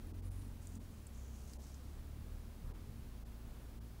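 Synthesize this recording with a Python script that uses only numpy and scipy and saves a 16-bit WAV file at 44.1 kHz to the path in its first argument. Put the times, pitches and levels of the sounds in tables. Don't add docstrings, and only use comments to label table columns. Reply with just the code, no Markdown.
import sys
import numpy as np
from scipy import signal
from scipy.fft import rfft, irfft
from scipy.io import wavfile
from scipy.ndimage import uniform_filter1d

SR = 44100
rng = np.random.default_rng(int(sys.argv[2]) if len(sys.argv) > 2 else 0)


def digitize_waveform(pressure):
    field = np.atleast_2d(pressure).T
    bounded = np.clip(field, -1, 1)
    quanta = np.round(bounded * 32767).astype(np.int16)
    wavfile.write(sys.argv[1], SR, quanta)


N = 176400

EDGE_DB, EDGE_HZ, EDGE_WIDTH_HZ = -12, 14000, 7000
SPLINTER_LEAD_S, SPLINTER_DECAY_S = .001, .004
# time in seconds, tick level in dB, ring frequency in Hz,
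# bandwidth in Hz, splinter level in dB.
NEEDLE_SNAPS = [(.0705, -56, 10200, 3000, -63), (.2565, -58, 9900, 3500, -71),
                (.3175, -55, 10000, 4000, -66), (.4200, -51, 3500, 6000, -65),
                (.6720, -38.8, 7700, 4400, -59.5), (.7545, -52.5, 7500, 2800, -60.5),
                (1.0665, -54, 8400, 3800, -61.5), (1.0697, -44, 8400, 3800, -65),
                (1.0725, -53, 8200, 4000, -61), (1.5352, -43.5, 8600, 6000, -64),
                (1.5356, -47.5, 5000, 3000, -61.5), (1.7440, -50, 6600, 3500, -59.5)]

def snaps(t):
    out = np.zeros(N)
    for at, db, hz, width, splinter_db in NEEDLE_SNAPS:
        age = t - at
        tick = np.exp(-2 * (age * width) ** 2) * np.sin(2 * np.pi * hz * age)
        edge = np.exp(-2 * (age * EDGE_WIDTH_HZ) ** 2) * np.cos(2 * np.pi * EDGE_HZ * age)
        spray = np.exp(-np.maximum(-age / SPLINTER_LEAD_S, age / SPLINTER_DECAY_S))
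        splinters = spray * unit(ring(rng.standard_normal(N), hz, width))
        out += undb(db) * (tick + undb(EDGE_DB) * edge) + undb(splinter_db) * splinters
    return out


SCRAPE_ATTACK_S, SCRAPE_RELEASE_S, SCRAPE_JERK_DB = 0.024, 0.09, 1.3
# start in seconds, time until release in seconds,
# level in dB, centre frequency in Hz, bandwidth in Hz.
STICK_SCRAPES = [(0.23, 0.17, -71.5, 9800, 2200), (0.29, 0.13, -77, 8300, 6000), (0.6, .1, -71, 7800, 4895),
                 (0.717, 0.26, -76, 7400, 4800), (1.123, 0.15, -70.5, 6700, 1910),
                 (1.296, 0.22, -74, 6360, 1600), (1.335, 0.36, -72, 6850, 8105),
                 (1.613, 0.028, -65, 5870, 3200), (1.673, 0.26, -78.5, 6550, 4490),
                 (2.684, 0.071, -75, 1690, 2000)]

def scrapes(t):
    out = np.zeros(N)
    for start, length, db, hz, width in STICK_SCRAPES:
        attack = np.clip((t - start) / SCRAPE_ATTACK_S, 0, 1)
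        release = np.exp(-np.maximum(t - start - length, 0) / SCRAPE_RELEASE_S)
        out += undb(db) * attack * release * unit(ring(crackle(), hz, width))
    return out * undb(SCRAPE_JERK_DB * walk(49.95))


def crackle(slips_per_s=1500, spread_db=2.2):
    slips = rng.random(N) < slips_per_s / SR
    size = undb(spread_db * np.minimum(rng.exponential(size=N), 4))
    return slips * size * np.sign(rng.standard_normal(N))


# time of the peak in seconds, half length in seconds,
# level in dB, centre frequency in Hz.
SOIL_SHUFFLES = [(0.093, 0.13, -63, 314), (0.765, 0.053, -56.5, 209), (0.922, 0.041, -56, 212),
                 (1.585, 0.019, -66.5, 590), (2.356, 0.16, -72, 415), (2.678, 0.043, -51, 105),
                 (2.72, 0.065, -65.5, 377), (2.724, 0.078, -68.5, 1080), (2.89, 0.044, -70, 399.2),
                 (2.915, 0.13, -52.5, 104)]

def shuffles(t, relative_bandwidth=0.51):
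    out = np.zeros(N)
    for at, half_length, db, hz in SOIL_SHUFFLES:
        swell = np.exp(-((t - at) / half_length) ** 2)
        out += undb(db) * swell * unit(ring(rng.standard_normal(N), hz, relative_bandwidth * hz))
    return out


# frequency in Hz, level in dB.
ENGINE_OVERTONES = [(80, -72), (96, -66), (112, -61), (135, -72.5), (155, -75.5), (172, -70), (200, -76),
                    (300, -67)]
# time in seconds, firing rate in Hz, first harmonic level in dB,
# second harmonic level in dB.
ENGINE_COURSE = [(0, 41.4, -55, -55), (0.161, 43.4, -51.5, -48.5), (0.352, 46.37, -47, -46.5),
                 (.49, 48.06, -50.5, -52), (0.621, 41.48, -58, -54), (.77, 43.91, -52, -52),
                 (0.882, 43.2, -60, -56), (1.0, 37.73, -62.5, -56.5), (1.13, 31.46, -63, -50.5),
                 (1.551, 32.55, -62, -50.5), (1.9, 34.8, -62, -51.5), (2, 35.48, -48, -52.5),
                 (2.1, 36, -66, -49.5), (2.34, 38.5, -47, -53), (2.45, 37.5, -54, -53),
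                 (2.57, 35.18, -58, -57), (2.679, 37.5, -46.5, -46.5), (2.77, 44.76, -52.5, -63),
                 (2.898, 40.9, -61, -55.5), (3.11, 27.34, -57, -51.5), (4.0, 28.57, -71, -53)]

def engine(t, harmonics=6, rate_wobble=0.00605, flutter_db=0.4):
    times, firing_hz, first_db, second_db = np.array(ENGINE_COURSE).T
    overtone_hz, overtone_db = np.array(ENGINE_OVERTONES).T
    rate = np.interp(t, times, firing_hz) * (1 + rate_wobble * walk(14))
    phase = 2 * np.pi * np.cumsum(rate) / SR
    levels = [np.interp(t, times, first_db), np.interp(t, times, second_db)]
    levels += [np.interp(k * rate, overtone_hz, overtone_db) for k in range(3, harmonics + 1)]
    return sum(np.sqrt(2) * undb(db + flutter_db * walk(17)) * np.cos(k * phase)
               for k, db in enumerate(levels, 1))


# time in seconds, frequency in Hz, level in dB.
HUM_COURSE = [(0, 231, -62), (.45, 231.9, -65.5), (.8, 230.4, -72.5), (1.35, 224, -62),
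              (1.75, 223.1, -74.5), (2.25, 225.1, -67.5), (2.9, 231.3, -65.5), (3.5, 231.9, -64.5),
              (4, 230.7, -65.5)]

def hum(t, pitch_waver=.006, flutter_db=1.5):
    times, hz, db = np.array(HUM_COURSE).T
    pitch = np.interp(t, times, hz) * (1 + pitch_waver * walk(18))
    phase = 2 * np.pi * np.cumsum(pitch) / SR
    level_db = np.interp(t, times, db) + flutter_db * walk(16)
    return np.sqrt(2) * undb(level_db) * np.sin(phase)


# frequency in Hz, relative spectral density in dB.
AIR_SPECTRUM = [(10, -17), (24, 4.5), (45, -1), (75, -1.5), (115, -2.5), (155, -11), (200, -10.5),
                (265, -10.5), (320, -14), (500, -20), (750, -23.5), (1200, -26.5), (2200, -34),
                (6000, -44.5)]

def forest_air(level_db=-54, swell_db=.6):
    return undb(level_db + swell_db * walk(6.85)) * coloured(AIR_SPECTRUM)


# frequency in Hz, relative spectral density in dB.
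HISS_SPECTRUM = [(300, -4), (2500, 2), (4200, 1.5), (6500, -0.5), (9000, -2), (10500, 0.3), (12800, -3),
                 (14500, 0), (15700, 1)]

def recorder_hiss(level_db=-68):
    return undb(level_db) * coloured(HISS_SPECTRUM)


def undb(db):
    return 10 ** (np.asarray(db) / 20)


def unit(x):
    return x / np.sqrt(np.mean(x ** 2))


def walk(rate_hz):
    hold = int(SR / rate_hz)
    steps = np.repeat(rng.standard_normal(N // hold + 1), hold)
    return unit(uniform_filter1d(uniform_filter1d(steps, hold), hold)[:N])


def coloured(points):
    hz, db = np.array(points).T
    bin_hz = np.maximum(np.arange(N // 2 + 1) * SR / N, 1)
    gain = undb(np.interp(np.log(bin_hz), np.log(hz), db))
    return unit(irfft(rfft(rng.standard_normal(N)) * gain, N))


def ring(x, hz, width_hz):
    b, a = signal.iirpeak(hz, hz / width_hz, fs=SR)
    return signal.lfilter(b, a, signal.lfilter(b, a, x))


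def scene():
    t = np.arange(N) / SR
    stick = scrapes(t) + snaps(t) + shuffles(t)
    return (stick + engine(t) + hum(t) + forest_air() + recorder_hiss())[None]


DIP_DEPTH_DB, DIP_DECAY_S, DIP_ABOVE_HZ, TOP_HZ = 21, .0053, 1100, 15720
TREBLE_DIPS = [.129, .2148, .2993, .7905, 1.5802, 2.7318, 3.2442, 3.7988]

def record(dry):
    t = np.arange(N) / SR
    low = signal.sosfiltfilt(signal.butter(4, DIP_ABOVE_HZ, fs=SR, output="sos"), dry)
    treble = dry - low
    dip_db = sum(DIP_DEPTH_DB * np.exp(-np.abs(t - at) / DIP_DECAY_S) for at in TREBLE_DIPS)
    dipped = low + undb(-dip_db) * treble
    return signal.sosfilt(signal.ellip(12, .1, 70, TOP_HZ, fs=SR, output="sos"), dipped)


dry = scene()
out = record(dry)
digitize_waveform(out)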